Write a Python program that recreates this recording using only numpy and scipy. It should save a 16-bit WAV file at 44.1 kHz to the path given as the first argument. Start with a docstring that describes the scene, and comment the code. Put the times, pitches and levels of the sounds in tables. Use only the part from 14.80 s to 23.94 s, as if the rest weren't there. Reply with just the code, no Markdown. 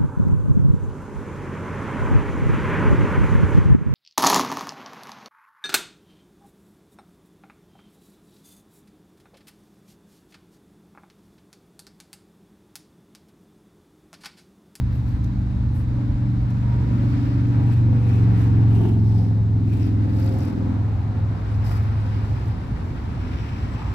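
"""From the start a far rocket's exhaust rumbles, a rotor, likely a helicopter's, beats as it approaches,
and a breeze hisses and swishes in a palm overhead. Near 3 s come a brief growl and the first frond crackle.
The rotor passes at 3.9 s: its drone, slap and rasp sink by the Doppler effect over a throbbing rush of air.
Around 5 s something loose, heard only now and then before, ticks in time with the blades. The wake swells
at 5.6 s, and from 6.7 s a faint, thin turbine whine comes and goes."""
import sys
import numpy as np
from scipy import signal
from scipy.fft import rfft, irfft, next_fast_len
from scipy.io import wavfile

SR = 44100
rng = np.random.default_rng(int(sys.argv[2]) if len(sys.argv) > 2 else 0)


def inscribe(sig):
    """Save sig as 16-bit PCM at rate SR to the path in sys.argv[1].

    A 1-D sig is mono; a 2-D sig holds one channel per row.
    Samples are clipped to [-1, 1] before scaling.
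    """
    pcm = np.round(np.clip(np.atleast_2d(sig).T, -1, 1) * 32767)
    wavfile.write(sys.argv[1], SR, pcm.astype(np.int16))


N = 403074
T = np.arange(N) / SR


def amp(db):
    """The decibel scale: 20 dB is a factor of ten in amplitude."""
    return 10 ** (np.asarray(db) / 20)


def bell(x):
    """Gaussian curve, 1 at x = 0 and 1/e at x = 1."""
    return np.exp(-x ** 2)


def curves(rows):
    """Linear interpolation in time: each column after t as a value per sample."""
    times, *columns = np.transpose(rows)
    return [np.interp(T, times, column) for column in columns]


def spectrum_at(points, hz):
    """Interpolation of a spectrum on a log-frequency axis."""
    f, value = np.transpose(points)
    return np.interp(np.log(hz + 1), np.log(f + 1), value)


def drift(rate_hz, size=2048):
    """Low-pass noise: a random fluctuation of rms 1, up to about this rate."""
    f = np.fft.rfftfreq(size, N / SR / size)
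    slow = irfft(rfft(rng.standard_normal(size)) * bell(f / rate_hz))
    return np.interp(T, np.linspace(0, N / SR, size), slow / np.sqrt(np.mean(slow ** 2)))


# Coherence of the two microphone ports: f/Hz, coherence
COHERENCE = [(60, .97), (130, .95), (290, .85), (600, .5), (1400, .5), (4000, .46), (15000, .46)]
# Left port relative to right: f/Hz, level/dB
BALANCE = [(60, -.4), (1200, 0), (2400, 3.5), (4400, 4.5), (8100, 6), (12000, 4), (15000, 3)]
def noise(spectrum, grain_db=0, lead_s=0, count=N, tint=lambda hz: 0):
    """Partially coherent noise at two ports, their mean at rms 1; random grain makes it crinkle."""
    size = next_fast_len(count, True)
    hz = np.fft.rfftfreq(size, 1 / SR)
    grains = amp(grain_db * np.minimum(rng.exponential(1, size), 6))
    left, independent = rfft(rng.standard_normal((2, size)) * grains)
    coherence = spectrum_at(COHERENCE, hz)
    delayed = np.exp(-2j * np.pi * hz * lead_s) * left
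    right = coherence * delayed + np.sqrt(1 - coherence ** 2) * independent
    balance_db = np.array([[.5], [-.5]]) * spectrum_at(BALANCE, hz)
    colour = amp(spectrum_at(spectrum, hz) + tint(hz) + balance_db)
    ports = irfft(np.array([left, right]) * colour, size)[:, :count]
    return ports / np.sqrt(np.mean(ports.mean(0) ** 2))


# Exhaust envelopes: t/s, rumble level/dB, roar level/dB
ROCKET_LEVELS = [(0, -26, -40.5), (1.2, -26, -38), (1.7, -28.5, -39), (2.6, -31.5, -28.5),
                 (3.3, -39, -28.5), (5.8, -40, -30.5), (7.0, -33, -31), (7.8, -32, -28.5), (9.14, -32, -30)]
# Exhaust spectra: f/Hz, relative level/dB
RUMBLE_SPECTRUM = [(8, -47), (25, -18.5), (33, -3), (45, -1), (60, 9), (85, 3), (130, -5), (200, -14),
                   (330, -50), (800, -71.5), (2000, -140)]
ROAR_SPECTRUM = [(40, -31), (85, 6), (130, 2.5), (170, -8.5), (250, -4.5), (310, -12.5), (400, -16.5),
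                 (500, -29), (900, -46.5), (2500, -120)]
def rocket(rumble_lift_db=2, lumps_db=1.5):
    """Jet noise, its treble lost to air absorption: a lumpy rumble under a smoother roar."""
    rumble_db, roar_db = curves(ROCKET_LEVELS)
    rumble = noise(RUMBLE_SPECTRUM) * amp(rumble_db + rumble_lift_db + lumps_db * drift(8.8))
    return rumble + noise(ROAR_SPECTRUM) * amp(roar_db)


BLADE_HZ, SPEED_M_PER_S, SOUND_M_PER_S = 22.347, 23.8, 343
def flight(closest_m=27.6, closest_s=3.91):
    """Spherical spreading from a straight path: nearness (1 at most), heading (+ coming, - going)."""
    along_m = SPEED_M_PER_S * (closest_s - T)
    distance_m = np.hypot(along_m, closest_m)
    return closest_m / distance_m, along_m / distance_m


def blade_cycles(blade_pass_s=4.552):
    """Phase as the integral of the Doppler-shifted blade rate; whole numbers fall on blade passes."""
    _, heading = flight()
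    heard_hz = BLADE_HZ / (1 - heading * SPEED_M_PER_S / SOUND_M_PER_S)
    cycles = np.cumsum(heard_hz) / SR
    return cycles - np.interp(blade_pass_s, T, cycles)


def harmonic(cycles, k, flutter, spread_rad, lag_cycles):
    """Scintillation: turbulence shakes harmonic k, and reflections set the ports apart in phase."""
    phase = 2 * np.pi * (k * cycles - lag_cycles) + flutter * (drift(4.7) + .5 * drift(21))
    apart = spread_rad * rng.choice([-1, 1])
    strength = np.sqrt(2) * np.exp(flutter * drift(3.8) - flutter ** 2)
    return strength * np.cos([phase + apart, phase - apart])


# Low blade harmonics: harmonic number, relative level/dB
DRONE_HARMONICS = [(2, -26.5), (3, -16.5), (4, -8), (5, -0.5), (6, -13), (7, -23)]
# Fading on the way through the air: t/s, gain/dB
DRONE_FADES = [(0, 6), (.7, 2), (1.45, 5), (2.4, 2), (3.13, 5), (3.3, 1), (3.46, 4), (3.62, 1.5),
               (3.85, 5.5), (4.1, -0.5), (4.24, 4), (4.4, 1), (4.75, 2.5), (5.55, 2.5), (5.68, -2.5),
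               (6.17, 5), (6.31, 1.5), (6.45, 6), (6.63, -2), (6.76, 8), (7.5, 5), (7.9, -5), (9.14, -4)]
def drone(cycles, gain_db=-19, smear_cycles=.2):
    """Phase dispersion: reflections smear the low harmonics, so they hum more than they thump."""
    near, _ = flight()
    fading_db, = curves(DRONE_FADES)
    hum = sum(amp(db) * harmonic(cycles, k, flutter=.06, spread_rad=.14, lag_cycles=smear_cycles * k**2)
              for k, db in DRONE_HARMONICS)
    return near * hum * amp(gain_db + fading_db)


# Surges and lulls: t/s, half width/s, slap gain/dB, rush gain/dB, stressed f/Hz, stress/dB
ROUGH_AIR = [(1.2, 0.085, -0.5, 13, 265, 7), (1.88, .1, -0.5, 2.5, 277, -4),
             (2.149, 0.21, 4.5, 1, 304, -1.5), (2.55, 0.25, -3, -3, 262, 9), (2.861, 0.096, 1, 5, 390, 5.5),
             (2.96, 0.043, -6.5, 1, 290, 0), (3.08, 0.056, -4.5, 5, 298, 8),
             (3.22, 0.054, -5, -1.5, 308, -2), (3.68, 0.46, 0, 4, 357, 6),
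             (4.04, 0.083, 2.5, 8.5, 397, 9.5), (4.199, 0.08, 2, -5, 182, 4.5),
             (4.31, 0.085, 0, 0, 304, -1.5), (4.661, 0.12, 2, -11, 313, -21),
             (5.17, 0.57, 3.5, -4, 311, 7.5), (5.6, 0.32, 1, 8, 407, 6), (5.9, 0.25, 3.5, -8, 303, 4.5)]
def surges():
    """Unsteady blade loading in rough air: a bell in time for each row, then the other columns."""
    centre_s, half_s, *columns = np.transpose(ROUGH_AIR)
    return bell((T - centre_s[:, None]) / half_s[:, None]), *columns


# Middle blade harmonics: harmonic number, relative level/dB
SLAP_HARMONICS = [(8, -4), (9, -12), (10, -6.5), (11, -11.5), (12, -5.5), (13, -12.5), (14, -12.5),
                  (15, -18), (16, -20), (17, -28.5), (18, -18), (19, -22.5), (20, -34)]
def slap(cycles, gain_db=-27, stress_width=.19, late_cycles=.46, scatter_cycles=.24):
    """Directivity: blade slap is thrown forward along the flight path and sharpens as it passes."""
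    near, heading = flight()
    bells, lift_db, _, stressed_hz, stress_db = surges()
    edge_db = -4 - 4 * heading
    uneven = cycles - late_cycles + .005 * drift(4.7)
    pulses = np.zeros((2, N))
    for k, db in SLAP_HARMONICS:
        lag = .065 * (k - 11) ** 2 + scatter_cycles * rng.random()  # smeared by reflections
        edge_share = np.clip((k - 11) / 4, 0, 1)
        surge_db = (lift_db + stress_db * bell((k * BLADE_HZ / stressed_hz - 1) / stress_width)) @ bells
        tone = harmonic(uneven, k, flutter=.3, spread_rad=min(.002 * k ** 2, np.pi / 4), lag_cycles=lag)
        pulses += amp(db + edge_share * edge_db + surge_db) * tone
    beam_db = 3.5 * heading + (1 - near)
    rough_db = .6 * drift(46)  # no two blade passes are alike
    return near * pulses * amp(gain_db + beam_db + rough_db)


# High blade harmonics: harmonic number, relative level/dB
RASP_HARMONICS = [(21, 4), (22, -8), (23, -1.5), (24, -2.5), (25, -0.5), (26, -12), (27, -10.5), (29, -4),
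                  (30, -7), (31, -4), (32, -8), (33, -5.5), (34, -8.5), (35, -1.5), (36, -4), (37, -14.5),
                  (39, -9.5), (40, -3), (41, -3.5), (42, -8), (45, -11.5), (48, -11)]
# Flares and lulls: t/s, half width/s, centre f/Hz, relative bandwidth, gain/dB
RASP_SWELLS = [(1.2, .35, 538, 0.044, 9.5), (1.7, 1, 462, 0.051, -6), (2.1, 0.23, 537, 0.073, 10.5),
               (2.101, 0.22, 905, 0.056, 8.5), (2.86, 0.078, 800, 0.17, 11), (3.7, .55, 551, .08, -14),
               (4.051, .15, 810, .22, 4), (4.2, .5, 847, .13, 2.5), (4.9, 0.3, 782, 0.34, -1.5),
               (5.6, 0.33, 730, 0.61, 5.5), (5.65, 0.43, 555, 0.062, 6.5), (5.55, 0.21, 884, 0.039, 3)]
def rasp(cycles, gain_db=-54, late_cycles=.1, scatter_cycles=.55, rough_db=2):
    """A sharp pulse edge is rich in high harmonics; they sink with the beat and flare up in turn."""
    near, _ = flight()
    centre_s, half_s, centre_hz, width, flare_db = np.transpose(RASP_SWELLS)
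    bells = bell((T - centre_s[:, None]) / half_s[:, None])
    uneven = cycles - late_cycles + .003 * drift(25)
    buzz = np.zeros((2, N))
    for k, db in RASP_HARMONICS:
        lift_db = (flare_db * bell((k * BLADE_HZ / centre_hz - 1) / width)) @ bells
        lag = scatter_cycles * rng.random()
        buzz += amp(db + lift_db) * harmonic(uneven, k, flutter=.42, spread_rad=.54, lag_cycles=lag)
    return near * buzz * amp(gain_db + rough_db * drift(25))


# Air torn by the blades: f/Hz, relative level/dB
RUSH_SPECTRUM = [(150, -13), (350, 0.5), (480, -4), (620, -7.5), (780, -3), (950, -3.5), (1150, -8.5),
                 (1600, -14), (3000, -21), (6000, -57.5), (12000, -94)]
def rush(cycles, gain_db=-58, puff_depth=1.7, puff_cycles=.27):
    """Amplitude modulation: each blade pass adds a puff of noise, strongest with the rotor closest."""
    near, _ = flight()
    bells, _, lift_db, *_ = surges()
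    puffs = 1 + puff_depth * near * np.exp(-(cycles % 1) / puff_cycles)
    return near * puffs * noise(RUSH_SPECTRUM, grain_db=1.5) * amp(gain_db + lift_db @ bells)


def reflected(direct, strength=.55, far_delay_s=.0031, near_delay_s=.0039):
    """Comb filtering: an echo off a nearby surface sweeps notches, deepest as the rotor goes past."""
    near, _ = flight()
    delay_s = far_delay_s + (near_delay_s - far_delay_s) * near
    echo = np.array([np.interp(T - delay_s, T, port) for port in direct])
    return direct - strength * near * echo


# Stirred air: f/Hz, relative level/dB
WAKE_SPECTRUM = [(150, -11), (350, -3.5), (480, -2.5), (620, -4), (780, -0.5), (950, -0.5), (1150, -5.5),
                 (1600, -12), (3000, -24), (6000, -58.5), (12000, -92.5)]
def wake(before_db=-54, growth_db=9, arrives_s=5.62, rise_s=.2, fade_db_per_s=.8):
    """Wake turbulence: a broad rush that grows once the helicopter has gone by, then slowly settles."""
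    grown = (1 + np.tanh((T - arrives_s) / rise_s)) / 2
    settled_db = fade_db_per_s * np.maximum(T - arrives_s, 0)
    return noise(WAKE_SPECTRUM, grain_db=3.5) * amp(before_db + growth_db * grown - settled_db)


PALM_LEAD_S = .00051  # the palm's sound reaches the left port first
# Strength of the breeze: t/s, hiss level/dB
BREEZE_LEVELS = [(0, -54.5), (1.6, -52.5), (2.25, -46), (3.1, -50), (3.62, -45.5), (4.2, -56.5),
                 (4.75, -55.5), (5.55, -48), (6.3, -53.5), (6.95, -47), (7.9, -49.5), (9.14, -46.5)]
# Air in the leaves: f/Hz, relative level/dB
HISS_SPECTRUM = [(200, -39), (450, 5.5), (800, 5), (1300, 5), (2000, -2), (2700, -5.5), (3300, -10.5),
                 (4000, -13.5), (5200, -14), (6500, -31.5), (9000, -28), (15000, -56.5)]
FIZZ_SPECTRUM = [(1000, -30), (4000, -1), (7000, 7), (9500, -10), (11500, -1), (13500, -1.5), (16000, -8.5)]
def breeze(fizz_db=-22):
    """Flow noise: palm leaves hiss and fizz with the strength of the breeze, flickering slightly."""
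    breeze_db, = curves(BREEZE_LEVELS)
    hiss = noise(HISS_SPECTRUM, grain_db=1.5, lead_s=PALM_LEAD_S) * amp(drift(23))
    fizz = noise(FIZZ_SPECTRUM, grain_db=3, lead_s=PALM_LEAD_S) * amp(fizz_db + 1.3 * drift(14))
    return (hiss + fizz) * amp(breeze_db)


# Steady background: f/Hz, relative level/dB
BACKGROUND_SPECTRUM = [(1500, -15), (3200, -4.5), (3850, 4), (4500, -1), (5800, -8.5), (6300, -7.5),
                       (8000, -13), (9800, -17.5), (11400, -14), (11900, -30), (16000, -29.5)]
def background(level_db=-64.5):
    """Stationary noise: a faint, even hiss."""
    return noise(BACKGROUND_SPECTRUM) * amp(level_db)


def tilt(hz, db_per_octave):
    """Spectral slope above 1500 Hz, as a gain in dB."""
    return db_per_octave * np.log2(np.maximum(hz, 1500))


# Rubbing fronds: f/Hz, relative level/dB
FROND_SPECTRUM = [(300, -25.5), (1000, -5), (2500, 15.5), (4000, 10.5), (5200, 9), (6500, 4.5), (8000, 4.5),
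                  (10000, 1.5), (11800, 5.5), (13500, 1.5), (16000, -4)]
# Strokes: t/s, peak level/dB, rise/s, fall/s, tilt/(dB per octave), resonance f/Hz
FROND_STROKES = [(.14, -63, 0.016, 0.053, -1.5, 12900), (.29, -64, 0.03, 0.069, -2.5, 13600),
                 (.98, -62, 0.027, 0.034, 11, 8950), (2.35, -59, 0.067, 0.23, -5.5, 4800),
                 (2.91, -58, 0.068, 0.07, -0.5, 2620), (3.37, -55, 0.15, 0.06, -2, 2540),
                 (3.621, -57, .05, 0.043, 1.5, 2720), (4.021, -54.5, 0.092, 0.085, 0, 2950),
                 (4.36, -58.5, 0.096, 0.1, -1, 5070), (4.959, -55, 0.058, 0.091, -0.5, 2520),
                 (5.04, -55, 0.029, 0.048, -5, 5200), (5.46, -56.5, 0.1, 0.079, 1, 4840),
                 (5.619, -56.5, 0.046, 0.083, -0.5, 5100), (6.858, -53.5, 0.012, 0.11, 2.5, 5050),
                 (6.89, -60, .025, 0.048, -1, 10900), (6.92, -50.5, 0.066, 0.11, -26, 1300),
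                 (7.35, -60, .15, 0.37, -6, 4960), (7.68, -74, 0.022, 0.035, 7, 11000),
                 (8.6, -52.5, 0.18, 0.32, -10, 5500), (9.0, -55, 0.11, 0.14, -10.5, 5600)]
def swishes(scrape_db=9, scrape_width=.13, jerks_db=2):
    """Sliding friction: fronds brush in small jerks, each swish with one scraping resonance."""
    out = np.zeros((2, N))
    for peak_s, db, rise_s, fall_s, slope, scrape_hz in FROND_STROKES:
        during = abs(T - peak_s) < .5
        t = T[during] - peak_s
        tint = lambda hz: tilt(hz, slope) + scrape_db * bell((hz / scrape_hz - 1) / scrape_width)
        swell = np.exp(-(t / np.where(t < 0, rise_s, fall_s)) ** 2 / 2)
        friction = noise(FROND_SPECTRUM, grain_db=3, lead_s=PALM_LEAD_S, count=len(t), tint=tint)
        out[:, during] += amp(db) * swell * friction
    return out * amp(jerks_db * drift(80))


# One tick: f/Hz, relative level/dB
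TICK_SPECTRUM = [(1500, -23), (4000, 1.5), (7000, 3), (10000, 0), (12500, 6), (16000, -7)]
# Knocks, most on a blade pass or a rebound: t/s, level/dB, tilt/(dB per octave)
KNOCKS = [(.286, -55, 3), (0.44, -49, -5), (.4438, -46, -10), (1.704, -50, -4), (4.925, -55, 1),
          (4.972, -54, 1), (5.019, -51, 2), (5.066, -48, 12), (5.349, -54, 5), (5.397, -45, 7),
          (5.415, -52, 5), (5.444, -47, 4), (5.462, -48, 0), (5.491, -48, 0), (5.51, -51, -4),
          (5.538, -49, 5), (5.586, -44, 3), (5.632, -47, 1), (5.652, -47, 0), (5.68, -48, -5),
          (5.699, -49, -7), (5.727, -55, -2), (7.681, -50, 3)]
def ticks(gain_db=-3, decay_s=.0032, rise_s=.0005):
    """Damped impacts: something loose, knocked by the blade pulses, gives tiny bursts of treble."""
    out = np.zeros((2, N))
    for start_s, db, slope in KNOCKS:
        during = (T >= start_s) & (T < start_s + 10 * decay_s)
        t = T[during] - start_s
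        envelope = np.minimum(t / rise_s, 1) * np.exp(-t / decay_s)
        burst = noise(TICK_SPECTRUM, lead_s=PALM_LEAD_S, count=2048, tint=lambda hz: tilt(hz, slope))
        out[:, during] += amp(db + gain_db) * envelope * burst[:, :len(t)]
    return out


# Mid-range swells: t/s, peak level/dB, half width/s, centre f/Hz, width/octaves
GROWL_SWELLS = [(2.8, -51, 0.052, 557, 0.65), (5.56, -48, 0.11, 740, 0.56), (6.9, -46.5, 0.07, 675, 1.6),
                (9.12, -44.5, 0.18, 1020, 0.7)]
def growls(skirt_db=11):
    """Band-pass noise: brief, rough swells of roar, filtered skirt_db down one width from the centre."""
    out = np.zeros((2, N))
    for peak_s, db, half_s, centre_hz, octaves in GROWL_SWELLS:
        during = abs(T - peak_s) < .5
        t = T[during] - peak_s
        band = lambda hz: -skirt_db * abs(np.log2((hz + 1) / centre_hz)) / octaves
        swell = np.exp(-(t / half_s) ** 2 / 2)
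        out[:, during] += amp(db) * swell * noise(WAKE_SPECTRUM, grain_db=5, count=len(t), tint=band)
    return out * amp(drift(30))


# Papery snaps: t/s, peak level/dB, f/Hz
LEAF_SNAPS = [(2.911, -58, 4600), (4.399, -59, 5200), (5.03, -54, 5160), (5.385, -54, 4900),
              (5.428, -57, 5000), (5.476, -49, 4600), (5.604, -52, 6000), (6.743, -56, 4900),
              (6.863, -52, 4900), (6.977, -56, 5000)]
def crackles(rise_s=.0015, skirt_db_per_octave=30):
    """Stick-slip: dry leaf edges catch and let go, each in a few milliseconds of pitched noise."""
    out = np.zeros((2, N))
    for start_s, db, pitch_hz in LEAF_SNAPS:
        during = (T >= start_s) & (T < start_s + 10 * rise_s)
        age = (T[during] - start_s) / rise_s
        band = lambda hz: -skirt_db_per_octave * abs(np.log2((hz + 1) / pitch_hz))
        snap = noise(FROND_SPECTRUM, lead_s=PALM_LEAD_S, count=4096, tint=band)
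        out[:, during] += amp(db) * age * np.exp(1 - age) * snap[:, :len(age)]
    return out


# Stretches of whine: t/s, length/s, first f/Hz, target f/Hz, first level/dB, last level/dB
WHINE_GLIDES = [(6.67, 0.11, 8600, 8900, -74, -75), (7.104, 0.96, 8750, 8400, -77, -82),
                (8.237, 0.91, 8560, 7500, -80, -69)]
def whine(waver_hz=50, settle_share=.48, fade_s=.027, flicker_db=2):
    """Random frequency modulation blurs a thin turbine tone; each stretch glides toward a new pitch."""
    hz, level = np.zeros(N), np.zeros(N)
    for start_s, length_s, first_hz, target_hz, first_db, last_db in WHINE_GLIDES:
        during = (T >= start_s) & (T < start_s + length_s)
        t = T[during] - start_s
        hz[during] = target_hz + (first_hz - target_hz) * np.exp(-t / (settle_share * length_s))
        fade = np.minimum(np.minimum(t, length_s - t) / fade_s, 1)
        level[during] = amp(first_db + (last_db - first_db) * t / length_s) * fade
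    level *= np.sqrt(2) * amp(flicker_db * drift(13))
    phases = [2 * np.pi * np.cumsum(hz + waver_hz * drift(60)) / SR for _ in range(2)]
    return level * np.sin(phases)


def scene():
    """Superposition: rocket, helicopter and palm add at the two ports."""
    cycles = blade_cycles()
    helicopter = drone(cycles) + slap(cycles) + rasp(cycles) + reflected(rush(cycles)) + wake() + whine()
    return rocket() + helicopter + growls() + breeze() + background() + swishes() + crackles() + ticks()


def record(dry, cutoff_hz=15850):
    """Band limiting: a steep low-pass filter removes the highest treble."""
    taps = signal.firwin(511, cutoff_hz, window=("kaiser", 9), fs=SR)
    return signal.oaconvolve(dry, taps[None], "same", axes=1)


dry = scene()
out = record(dry)
inscribe(out)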